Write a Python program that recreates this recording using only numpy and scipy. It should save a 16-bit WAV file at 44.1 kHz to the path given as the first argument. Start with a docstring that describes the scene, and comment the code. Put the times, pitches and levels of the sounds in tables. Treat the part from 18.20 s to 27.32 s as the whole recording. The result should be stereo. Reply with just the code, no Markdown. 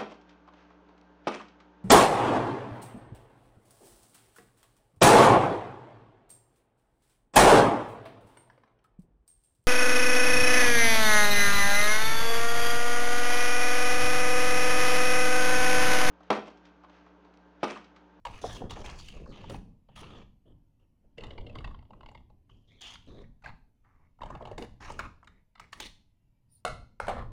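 """Scissors in a stiff sheet

Scissors work through a stiff sheet in a bare classroom: bursts of friction noise slide and flap, and short
filtered puffs crack, bite and click. A faint brush follows, then the scissors land and ring the table's modes.
A noise suppressor opens the room's low rumble with the loudness of the handling; a weak noise floor stays.
Two close microphone ports hear it all, the left one brighter and a little earlier.
"""
import sys
import numpy as np
from scipy import signal
from scipy.fft import rfft, irfft, next_fast_len
from scipy.io import wavfile
from scipy.ndimage import uniform_filter1d

SR = 44100
rng = np.random.default_rng(int(sys.argv[2]) if len(sys.argv) > 2 else 0)


def waveform_to_disk(signal):
    """Save audio, clipped to [-1, 1], as 16-bit WAV at the path in sys.argv[1]."""
    frames = np.transpose(np.atleast_2d(signal))
    scaled = np.clip(frames, -1, 1) * 32767
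    samples = np.round(scaled).astype(np.int16)
    wavfile.write(sys.argv[1], SR, samples)


N = 402191


def amp(db):
    """Level law: 20 dB is a factor of ten in amplitude."""
    return 10 ** (np.asarray(db) / 20)


def evened(x):
    """Normalization to an rms of 1."""
    return x / np.sqrt(np.mean(x ** 2) + 1e-20)


def read(points, hz):
    """Interpolation of a spectrum on a log-frequency axis."""
    f, value = np.transpose(points)
    return np.interp(np.log(hz + 1), np.log(f + 1), value)


def add(mix, s, sound):
    """Superposition of a sound on the mix from s seconds on."""
    part = mix[round(s * SR):][:len(sound)]
    part += sound[:len(part)]


# coherence of the two channels of diffuse noise: (f/Hz, likeness from 0 to 1)
COHERENCE = [(60, .99), (200, .96), (500, .8), (1500, .5), (5000, .3), (14000, .2)]


def noise(colour, size, patchy_db):
    """Partial coherence: two partly alike channels of coloured noise, rms 1, whose narrow bands swell and fade."""
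    hop, hz = size // 4, np.fft.rfftfreq(size, 1 / SR)
    a, b, c, d, patches = rng.standard_normal((N // hop + 5, len(hz), 5)).T
    patches = uniform_filter1d(patches, size=3, axis=0)
    patches = evened(uniform_filter1d(patches, size=40, axis=1))
    same = np.clip(read(COHERENCE, hz), -1, 1)[:, None]
    left = a + 1j * b
    right = same * left + np.sqrt(1 - same ** 2) * (c + 1j * d)
    skirted = [(colour[0][0] / 2, -80)] + colour + [(colour[-1][0] * 1.4, -80)]
    level_db = read(skirted, hz)[:, None] + patchy_db * patches
    spectra = np.array([left, right]) * amp(level_db)
    return evened(signal.istft(spectra, nperseg=size, noverlap=size - hop)[1][:, :N])


def burst(length):
    """Impulsive excitation: a puff of noise that swells and dies, with a time scale in s."""
    u = np.arange(2048) / SR / length
    return u ** 2 * np.exp(-u) * rng.standard_normal(2048)


def band(x, lo_hz, hi_hz):
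    """Band-pass filtering with the peak brought to 1."""
    sos = signal.butter(4, [lo_hz, hi_hz], "bandpass", fs=SR, output="sos")
    y = signal.sosfilt(sos, x)
    return y / abs(y).max()


def resonate(x, hz, width_hz):
    """Moving resonance by heterodyning: shifts the curve hz down to zero, smooths, and shifts back."""
    turn = np.exp(2j * np.pi * np.cumsum(hz) / SR)
    r = np.exp(-np.pi * width_hz / SR)
    return 2 * (turn * signal.lfilter([1 - r], [1, -r], x / turn)).real


# loudness threshold in dB; opening in dB of gain per dB of loudness over it; gain range in dB
THRESHOLD_DB, OPENING, DEPTH_DB = -83, 0.64, 28.5
HELD_FALL_DB_PER_S = 154.5  # steady fall of the held loudness
GAIN_SMOOTHING_S = 0.016


def suppressor(handling):
    """Downward expansion: a gain for the rumble that follows the held loudness of the handling."""
    power = abs(uniform_filter1d((handling ** 2).mean(0), size=441))
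    power_db = 10 * np.log10(power + 1e-14)
    fall = np.arange(N) * HELD_FALL_DB_PER_S / SR
    held_db = np.maximum.accumulate(power_db + fall) - fall
    open_db = np.clip(OPENING * (held_db - THRESHOLD_DB), 0, DEPTH_DB)
    r = np.exp(-1 / (GAIN_SMOOTHING_S * SR))
    return amp(signal.lfilter([1 - r], [1, -r], open_db) - DEPTH_DB)


# uneven level of the room rumble with the suppressor fully open: (t/s, level/dB)
RUMBLE_LEVEL = [(0.0, -45.5), (0.5, -40.5), (1.0, -37), (1.399, -35.5), (1.897, -43), (2.6, -41.5),
                (3.0, -40), (3.5, -36), (3.899, -44.5), (4.4, -40), (4.699, -54), (4.95, -37.5),
                (5.299, -45), (6.1, -45.5), (6.8, -44.5), (7.1, -48), (7.599, -51.5), (8.5, -42),
                (8.85, -46), (9.1, -32.5)]
# spectral density of the rumble: (f/Hz, level/dB per Hz)
RUMBLE_COLOUR = [(9, -30), (15, 3), (34, -2), (76, -9.5), (107, -6), (145, -13.5), (240, -17), (400, -30),
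                 (700, -35.5), (1000, -35), (1300, -61)]
LEAK_DB = -73  # steady rumble that bypasses the gate


def rumble(gate):
    """Amplitude modulation: unevenly swelling low room noise passes the gate, and a trace always leaks."""
    s, db = np.transpose(RUMBLE_LEVEL)
    swelling = amp(np.interp(np.arange(N) / SR, s, db))
    return (gate * swelling + amp(LEAK_DB)) * noise(RUMBLE_COLOUR, size=2048, patchy_db=2.5)


# spectral density of the steady background: (f/Hz, level/dB per Hz)
FLOOR = [(150, -45.5), (250, -1.5), (319, -26), (1220, -23.5), (3060, -23), (3230, -27), (5930, -29.5),
         (7190, -32), (9660, -35.5), (12300, -19), (16000, -57)]
FLOOR_DB = -86


def noise_floor():
    """Stationary noise: a weak broad background."""
    return amp(FLOOR_DB) * noise(FLOOR, size=1024, patchy_db=3.0)


# resonances of the blades gripping the sheet: (f/Hz, width/Hz, level/dB)
GRIP = [(2110, 440, 5), (2802, 539, 8), (3314, 380, 1.5), (3752, 400, -5), (4320, 280, -5)]


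def gripped(x):
    """Forced resonance: short, steep blade modes, shifted and shared out anew by each crack."""
    share_db, shift = rng.standard_normal((2, len(GRIP)))
    y = 0
    for (hz, width, db), share, e in zip(GRIP, share_db, shift):
        peak = signal.tf2sos(*signal.iirpeak(hz * np.exp(0.048 * e), hz / width, SR))
        y = y + amp(db + 3 * share) * signal.sosfilt(np.vstack([peak, peak]), x)  # twice, for steep flanks
    return band(y, 1600, 5200)


def crack(sheet_db, hz, edge_db, spray_db, grip_db, top_db, top_hz, length):
    """Impulsive resonance: a burst shakes the sheet at its momentary tone, rings the blades and sprays treble."""
    x = burst(length * rng.uniform(.6, 1.4))
    sheet = band(x, 0.523 * hz, 1.304 * hz) + 0.56 * band(x, 0.868 * hz, 1.083 * hz)
    snap = band(x, 1500, 4080)
    edge = (snap + amp(grip_db) * gripped(x)) / (1 + amp(grip_db))
    spray = band(x, 4400, 7600) + amp(top_db) * band(x, 7200, top_hz)
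    return amp(sheet_db) * sheet / 2 + amp(edge_db) * edge + amp(spray_db) * spray


# cracks of the sheet as it bends or parts:
# (t/s, sheet level/dB, sheet tone f/Hz, edge level/dB, treble spray level/dB)
CRACKS = [(0.051, -26, 913, -31, -46), (0.064, -28.5, 814, -38.5, -56), (0.069, -32.5, 884, -35.5, -52.5),
          (0.24, -17, 768, -48.5, -65.5), (0.25, -28, 766, -56, -69.5), (0.368, -51, 600, -47, -53),
          (0.417, -27, 725, -52, -81), (0.506, -33.5, 745, -35, -43), (0.566, -31, 806, -60, -61.5),
          (0.66, -48, 940, -32.5, -43.5), (0.698, -56, 1100, -38, -58), (0.798, -44, 1140, -52, -58),
          (0.884, -58, 1270, -38, -46.5), (1.059, -44.5, 1080, -75, -75), (1.239, -37.5, 926, -48, -82),
          (1.296, -34, 529, -38.5, -45.5), (1.343, -31.5, 770, -42, -58), (1.687, -46.5, 900, -62, -91),
          (1.766, -63, 1010, -48, -61), (4.608, -74, 1200, -56.5, -53.5), (4.755, -41, 1360, -39.5, -71.5),
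          (5.221, -54, 1410, -62, -72), (5.259, -30, 1550, -67, -57.5), (5.645, -67, 1310, -76, -96),
          (6.379, -27, 808, -34.5, -46.5), (6.422, -34, 798, -35, -47), (6.611, -46, 1080, -63, -81),
          (6.7, -28.5, 920, -44, -50), (0.081, -36.5, 795, -47, -58.5), (0.969, -48, 1060, -61, -76),
          (6.791, -21, 1346, -34, -40.5), (7.396, -35, 1240, -40, -47.5), (7.436, -61.5, 1184, -66.5, -73),
          (7.528, -38, 1068, -32.5, -45.5), (7.601, -35.5, 837, -26, -32)]
# small bites of the blades along a cut, and, from 7 s on, light clicks of the blades:
# (t/s, sheet level/dB, sheet tone f/Hz, edge level/dB, treble spray level/dB)
BITES = [(2.981, -32, 460, -36.5, -59.5), (3.008, -55, 600, -41, -63), (3.036, -39.5, 820, -35, -56.5),
         (3.068, -57, 600, -47, -66), (3.106, -37, 600, -39, -69), (3.133, -69, 690, -54, -74),
         (3.178, -36.5, 887, -38.5, -71), (3.208, -48, 600, -48, -72), (3.265, -38, 600, -41.5, -72),
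         (3.295, -41, 600, -46, -73), (3.326, -66, 600, -56, -78), (3.354, -33.5, 1027, -39.5, -60),
         (3.385, -48, 720, -36.5, -61), (3.407, -44, 1110, -54, -69), (3.443, -35, 1140, -33, -61),
         (3.475, -39, 1020, -45, -67), (3.511, -45, 1130, -71, -77), (3.545, -41.5, 1034, -51.5, -82),
         (3.588, -49.5, 880, -55, -87), (3.625, -51, 930, -61, -84), (3.652, -59, 900, -61, -95),
         (3.706, -39.5, 870, -57, -78), (3.733, -43.5, 1050, -55.5, -78), (3.808, -43, 1095, -51.5, -77),
         (3.832, -40, 1050, -52, -78), (3.861, -42.5, 876, -43, -69), (3.887, -39.5, 816, -46.5, -70),
         (3.915, -46.5, 820, -72, -66), (3.948, -42, 893, -45.5, -72), (3.975, -53.5, 825, -51.5, -79),
         (4.005, -55, 860, -79, -84), (4.099, -52.5, 810, -67.5, -84), (4.294, -52.5, 1120, -58, -81),
         (5.988, -47.5, 960, -71, -81), (6.016, -30, 970, -43.5, -63), (6.033, -28.5, 856, -39.5, -57),
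         (6.058, -35, 920, -47.5, -62), (6.102, -31, 960, -54, -58.5), (6.149, -31.5, 875, -44.5, -65),
         (6.168, -53, 900, -63, -81), (6.208, -33, 670, -62, -77), (6.224, -32.5, 660, -47.5, -69),
         (6.252, -34, 750, -40.5, -63), (6.272, -34, 783, -48, -65), (6.313, -28, 586, -48.5, -61),
         (7.029, -43, 1260, -67, -76), (7.044, -57, 920, -57, -65.5), (7.073, -41.5, 1340, -47, -59.5),
         (7.353, -48, 1300, -50.5, -71), (7.377, -52, 1150, -53, -81)]
# thin dry ticks of a crease snapping over: (t/s, peak level/dB)
TICKS = [(0.2165, -48), (0.636, -52), (0.6996, -39.5), (4.8625, -64), (6.721, -42), (6.7393, -51),
         (6.7964, -40.5)]
CRACK_S, BITE_S, TICK_S = 0.0013, 0.0016, 0.0003  # middle time scales of the bursts
CRACK_GRIP_DB, BITE_GRIP_DB = -6, 7  # blade resonances over the plain snap
CRACK_TOP_DB, BITE_TOP_DB = -12, -12  # top of the spray relative to its lower part
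CRACK_TOP_HZ, BITE_TOP_HZ = 16000, 12500  # upper edge of the spray


def cracks():
    """Impulsive radiation: bright cracks of the sheet, ringing bites and clicks of the blades, ticks of creases."""
    out = np.zeros(N)
    for s, *row in CRACKS:
        add(out, s - CRACK_S / 2, crack(*row, CRACK_GRIP_DB, CRACK_TOP_DB, CRACK_TOP_HZ, CRACK_S))
    for s, *row in BITES:
        add(out, s - BITE_S, crack(*row, BITE_GRIP_DB, BITE_TOP_DB, BITE_TOP_HZ, BITE_S))
    for s, db in TICKS:
        add(out, s - TICK_S, amp(db) * band(burst(TICK_S), 1800, 8000))
    return out


# single fibres popping under a stroke: rate, least level, mean excess level, decay time
CRINKLES_PER_S, CRINKLE_DB, CRINKLE_SPREAD_DB, CRINKLE_S = 220, -9, 5, 0.003


def crinkles():
    """Shot noise: level bumps of a few ms at random moments, a few of them large."""
    struck = rng.random(N) < CRINKLES_PER_S / SR
    pops = struck * amp(CRINKLE_DB + CRINKLE_SPREAD_DB * np.minimum(rng.exponential(1, N), 3))
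    return evened(1 + signal.lfilter([1], [1, -np.exp(-1 / (CRINKLE_S * SR))], pops))


# paper strokes over fingers, blades and table:
# (start t/s, end t/s, flap level/dB, rub level/dB, scrape level/dB, scrape tone f/Hz,
#  hiss level/dB, air level/dB, change of pressure/dB per s)
STROKES = [(0.084, 0.197, -62.5, -57, -59, 2324, -67, -75.5, 8),
           (0.212, 0.366, -50.5, -53, -53.5, 3410, -56, -66, 13),
           (0.368, 0.401, -52, -69, -58.5, 3000, -77, -69, -40),
           (0.403, 0.47, -43, -57, -76, 2900, -90, -93, -34),
           (0.494, 0.536, -48.5, -51.5, -52.5, 3725, -58.5, -71, -22),
           (0.553, 0.622, -44, -52, -59, 3010, -61, -75, -37),
           (0.639, 0.783, -52, -48.5, -54, 2460, -58, -72, -52),
           (0.783, 0.807, -76, -60, -53.5, 3400, -54, -70, 5),
           (0.811, 0.922, -85, -72.5, -58.5, 2975, -64, -73, 8),
           (0.933, 1.042, -49, -63, -60, 2590, -70, -82, -55),
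           (1.051, 1.113, -49.5, -66.5, -68.5, 4400, -72, -91, 2),
           (1.119, 1.29, -55.5, -58.5, -58, 3010, -70.5, -92, -16),
           (1.292, 1.358, -48, -52, -58.5, 2770, -65, -65, -22),
           (1.685, 1.766, -73, -76, -70.5, 3040, -96, -111, -25.5),
           (1.754, 1.809, -74, -55.5, -54.5, 2863, -60.5, -64.5, -20),
           (1.814, 2.027, -53.5, -54.5, -58, 3010, -71, -90, -28),
           (2.253, 2.327, -65.5, -81, -75.5, 3100, -100.5, -99, -19.5),
           (2.594, 2.637, -78.5, -87, -83, 2800, -99, -105, -18),
           (2.836, 2.853, -66.5, -88, -96, 2350, -105, -110, -22),
           (2.973, 3.126, -51.5, -58.5, -64.5, 2915, -81, -98, -24),
           (3.13, 3.39, -55.5, -72.5, -83, 3210, -100, -105, -8),
           (3.343, 3.515, -58.5, -60.5, -75, 3225, -90, -91, -26),
           (3.687, 3.973, -63, -88, -84, 2723, -100, -110, -16),
           (4.292, 4.47, -73, -83.5, -70, 2970, -84, -100, -77.5),
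           (4.474, 4.607, -74, -86, -66, 3550, -84.5, -100, -32),
           (4.497, 4.595, -91, -93, -70, 2170, -105, -110, -40),
           (4.607, 4.75, -67.5, -58.5, -48, 3363, -57, -70, -25),
           (4.759, 4.89, -93, -80, -64, 3230, -91, -98, -60),
           (4.871, 5.025, -53, -68.5, -65, 3900, -78.5, -95, -14),
           (4.951, 5.045, -77, -77, -66.5, 1720, -98, -105, -22),
           (5.235, 5.294, -83, -51.5, -54, 1977, -73, -92.5, -13),
           (5.637, 5.866, -84, -73, -77.5, 1970, -99, -108, -15),
           (6.004, 6.18, -57.5, -55.5, -67.5, 2195, -81, -89, -21),
           (6.197, 6.352, -58, -56, -73, 2200, -83, -94, -28),
           (6.375, 6.449, -49, -55, -59.5, 2037, -66, -70, -22),
           (6.603, 6.71, -56.5, -49.5, -53.5, 1660, -60.5, -75.5, -5),
           (6.692, 6.803, -50.5, -57, -60.5, 2733, -70, -77, -44),
           (6.789, 6.863, -55.5, -47.5, -53.5, 2263, -70, -77, -37),
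           (7.071, 7.207, -78, -81, -74, 1793, -100, -104, -11),
           (7.403, 7.45, -70, -62, -61.5, 2073, -81, -82, -22),
           (7.521, 7.624, -63.5, -63.5, -63, 1856, -68, -73, -24),
           (7.597, 7.666, -55.5, -59.5, -47.5, 3900, -57, -62.5, -28),
           (8.803, 8.89, -73, -52, -59, 2000, -65, -74, -22),
           (8.872, 9.024, -68, -43.5, -55, 1756, -74, -95, -36)]
# spectral densities of the five friction noises, low to high: (f/Hz, level/dB per Hz)
FLAP = [(120, -5), (220, 6), (340, 7.5), (520, 1), (750, -33.5)]
RUB = [(520, -16), (750, 3.5), (1200, 4), (1500, -11), (1750, 0.5)]
SCRAPE = [(1500, -18.5), (2000, 1.5), (2500, 2.5), (3200, 1.5), (4300, -1.5), (5100, -14)]
HISS = [(4300, -0.5), (5200, -1), (6600, -1), (7600, -11), (8500, -24.5)]
AIR = [(7800, -5.5), (8800, -3.5), (10000, -0.5), (11500, -18), (13500, -10), (15800, -10.5)]
STROKE_RISE_S, STROKE_EDGE_S = 0.006, 0.014  # strokes set in and let go within these times
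WANDER, CATCH_DB = 0.035, 1.5  # rms drift of the scrape tone (fraction), rms depth of the catches
FIRM_DB, FOCUS = -58, 0.9  # scraping lighter than this keeps its tone and loses wash, dB per dB
SPAN_DB = -2.5  # tone of the span against the level of the scrape
SPAN_FIRM_HZ, SPAN_LIGHT_HZ = 1050, 550  # resonator width under firm and the lightest pressure


def slide():
    """Sliding friction: noise in five bands, plus the tone of the free span of paper beside the contact."""
    flap, rub, scrape, hiss, air = (noise(colour, size=256, patchy_db=2.8)
                                    for colour in (FLAP, RUB, SCRAPE, HISS, AIR))
    wander = uniform_filter1d(uniform_filter1d(rng.standard_normal(N), size=900), size=900)
    drift = np.exp(WANDER * evened(wander))
    gains, span = np.zeros((5, N)), np.zeros((2, N))
    for start, end, flap_db, rub_db, scrape_db, hz, hiss_db, air_db, drift_db in STROKES:
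        on = slice(round(start * SR), round((end + STROKE_EDGE_S) * SR))
        t = np.arange(on.stop - on.start) / SR
        fade = np.clip(np.minimum(t / STROKE_RISE_S, (t[-1] - t) / STROKE_EDGE_S), 0, 1)
        press = amp(drift_db * t) * fade
        light_db = max(FIRM_DB - scrape_db, 0)
        wash_db = scrape_db - 4 - FOCUS * light_db
        gains[:, on] += amp([flap_db, rub_db, wash_db, hiss_db, air_db])[:, None] * press
        # lighter pressure gives a narrower tone
        width_hz = SPAN_LIGHT_HZ + (SPAN_FIRM_HZ - SPAN_LIGHT_HZ) * amp(-2 * light_db)
        tone_hz = hz * drift[on]
        tone = resonate(resonate(scrape[:, on], tone_hz, width_hz), tone_hz, width_hz)
        span[:, on] += amp(scrape_db + SPAN_DB) * press * evened(tone)
    catches = amp(CATCH_DB * evened(uniform_filter1d(rng.standard_normal(N), size=300)))
    body = gains[1] * rub + gains[2] * scrape + span
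    treble = gains[3] * hiss + gains[4] * air
    return catches * (gains[0] * flap + crinkles() * body + crinkles() * treble)


# spectral density of the faint airy brush just before the landing: (f/Hz, level/dB per Hz)
BRUSH_COLOUR = [(2060, -44), (3500, -13.5), (4870, 1), (5290, -1.5), (7750, -20.5), (9500, 4), (11000, -9),
                (11700, -10), (14500, -3.5), (16000, -9)]
BRUSH_START_S, BRUSH_END_S, BRUSH_DB = 8.285, 8.43, -70.5


def brush():
    """Friction noise: a short, faint puff, mostly high."""
    t = np.arange(N) / SR
    shape = np.clip(np.minimum(t - BRUSH_START_S, BRUSH_END_S - t) / 0.05, 0, 1)
    return amp(BRUSH_DB) * shape * noise(BRUSH_COLOUR, size=256, patchy_db=6.0)


CHATTER, CHATTER_S = 1.6, 0.004  # flutter of loose contact with the table: rms depth, time step


def ring(modes):
    """Modal decay: the modes mix slightly anew at each contact, each fluttering as it dies."""
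    share_db = 1.5 * rng.standard_normal(len(modes))
    t = np.arange(SR // 2) / SR
    knots = np.arange(0, t[-1] + CHATTER_S, CHATTER_S)
    flutter = rng.standard_normal((2, len(modes), len(knots))) * CHATTER * (knots > 0)
    out = np.zeros(len(t))
    for (hz, db, t60), share, p, q in zip(modes, share_db, *flutter):
        phase = 2 * np.pi * hz * t
        wave = (1 + np.interp(t, knots, p)) * np.sin(phase) + np.interp(t, knots, q) * np.cos(phase)
        out += amp(db + share - 60 * t / t60) * wave
    return out


# scissors landing and settling on the table; the last three levels are relative to the thud:
# (t/s, thud peak level/dB, thud tone f/Hz, table ring level/dB, blade ring level/dB, edge level/dB)
KNOCKS = [(8.450, -28.5, 1400, -7, -16.5, 7.5), (8.461, -36, 720, -2.5, -32, -24),
          (8.478, -42, 1470, -13, -18, 11), (8.8, -24, 860, -23.5, -31.5, -7),
          (8.868, -35, 780, -23, -41, -5), (8.882, -28.5, 900, -2.5, -26.5, -2.5),
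          (8.892, -29, 740, -5, -54, -5), (8.897, -33, 720, -5, -42, -4), (8.912, -36.5, 590, -5, -47, -20),
          (8.967, -38, 880, -6.5, -45, -25)]
# modes of the table top: (f/Hz, level/dB, t60/s)
TABLE = [(504, -15.5, 0.39), (600, -1.5, 0.053), (730, 5.5, 0.03), (1140, 4.5, 0.012)]
# modes of the blades: (f/Hz, level/dB, t60/s)
BLADES = [(1168, -4, .22), (1362, 1, .3), (1405, -1, .24), (2085, -6, .27), (2145, -5, .3), (3000, -18, .2),
          (3811, -15, .17), (4080, -12, .27), (4180, -11, .3), (5006, -18, .18), (5450, -16, .2),
          (6380, -15, .21), (7730, -22, .17)]


def knocks():
    """Impact excitation: each contact thuds and ticks and sets table top and blades ringing."""
    out = np.zeros(N)
    for s, db, hz, top_db, blade_db, edge_db in KNOCKS:
        x = burst(0.00077)
        thud = band(x, 0.55 * hz, 1.47 * hz)
        tick = band(x, 1300, 3700) + 0.37 * band(x, 2900, 10900)
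        add(out, s, amp(db) * (thud + amp(edge_db) * tick))
        add(out, s, amp(db) * (amp(top_db) * ring(TABLE) + amp(blade_db) * ring(BLADES)))
    return out


# scatter off hands, sheet and table: energy over the direct sound, decay time, treble tilt
NEAR_DB, NEAR_S, NEAR_BRIGHT = 3, 0.004, 0.7


def near(x):
    """Early scattering: the direct sound plus a few ms of scatter that differs at the two ports."""
    t = np.arange(1024) / SR
    bright = signal.lfilter([1, -NEAR_BRIGHT], [1], rng.standard_normal((2, len(t))))
    taps = bright * np.exp(-t / NEAR_S) * (t > 0)
    taps = amp(NEAR_DB) * taps / np.linalg.norm(taps, axis=1, keepdims=True) + (t == 0)
    return signal.oaconvolve(x[None], taps, axes=1)[:, :N]


# reverberation time of the classroom: (f/Hz, t60/s)
ROOM = [(250, 0.022), (700, 0.36), (2000, 0.34), (5000, 0.4), (12000, 0.3)]


def room(x):
    """Diffuse reverberation: dense reflections start after a short gap, each band dying at its own speed."""
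    tail = noise([(100, 0), (20000, 0)], size=256, patchy_db=0)[:, SR // 2:SR]
    hz, t, z = signal.stft(tail, SR, nperseg=256)
    decay = amp(-60 * t / read(ROOM, hz)[:, None])
    tail = signal.istft(z * decay, SR, nperseg=256)[1]
    tail = tail * np.clip((np.arange(tail.shape[1]) / SR - .005) / .008, 0, 1)  # 5 ms gap, 8 ms rise
    return signal.fftconvolve(x[None], tail / np.linalg.norm(tail[0]), axes=1)[:, :N]


PAPER_ECHO_DB, STROKE_ECHO_DB, KNOCK_ECHO_DB = -10.5, -9.5, -6  # sends to the room


def scene():
    """Superposition of direct sound, reverberation and background; the handling's loudness gates the rumble."""
    paper, strokes, metal = cracks(), slide(), knocks()
    sent = amp(PAPER_ECHO_DB) * paper + amp(KNOCK_ECHO_DB) * metal + amp(STROKE_ECHO_DB) * strokes[0]
    handling = near(paper + metal) + strokes + room(sent)
    return handling + brush() + rumble(suppressor(handling)) + noise_floor()


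# treble response of both ports: (f/Hz, level/dB)
PORTS = [(9000, 0), (10800, -2), (12000, -12), (13200, -4), (16000, -3)]
# left port over right port: (f/Hz, level/dB)
LEFT_OVER_RIGHT = [(60, 0.3), (300, 0.6), (620, 6), (2800, 8), (6000, 9.5), (14000, 11)]
RIGHT_LATE = 4  # samples
BAND_LIMIT_HZ = 16200


def record(dry):
    """Linear filtering: the ports dull the treble and differ in level and arrival time; then the band limit."""
    size = next_fast_len(N + SR)
    hz = np.fft.rfftfreq(size, 1 / SR)
    # half of each difference goes to either port
    left = amp(read(LEFT_OVER_RIGHT, hz) / 2) * np.exp(1j * np.pi * hz * RIGHT_LATE / SR)
    spectrum = rfft(dry, size) * amp(read(PORTS, hz))
    ports = irfft(spectrum * np.array([left, 1 / left]), size)[:, :N]
    lowpass = signal.firwin(511, BAND_LIMIT_HZ, window=("kaiser", 9), fs=SR)
    return signal.oaconvolve(ports, lowpass[None], "same")


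dry = scene()
out = record(dry)
waveform_to_disk(out)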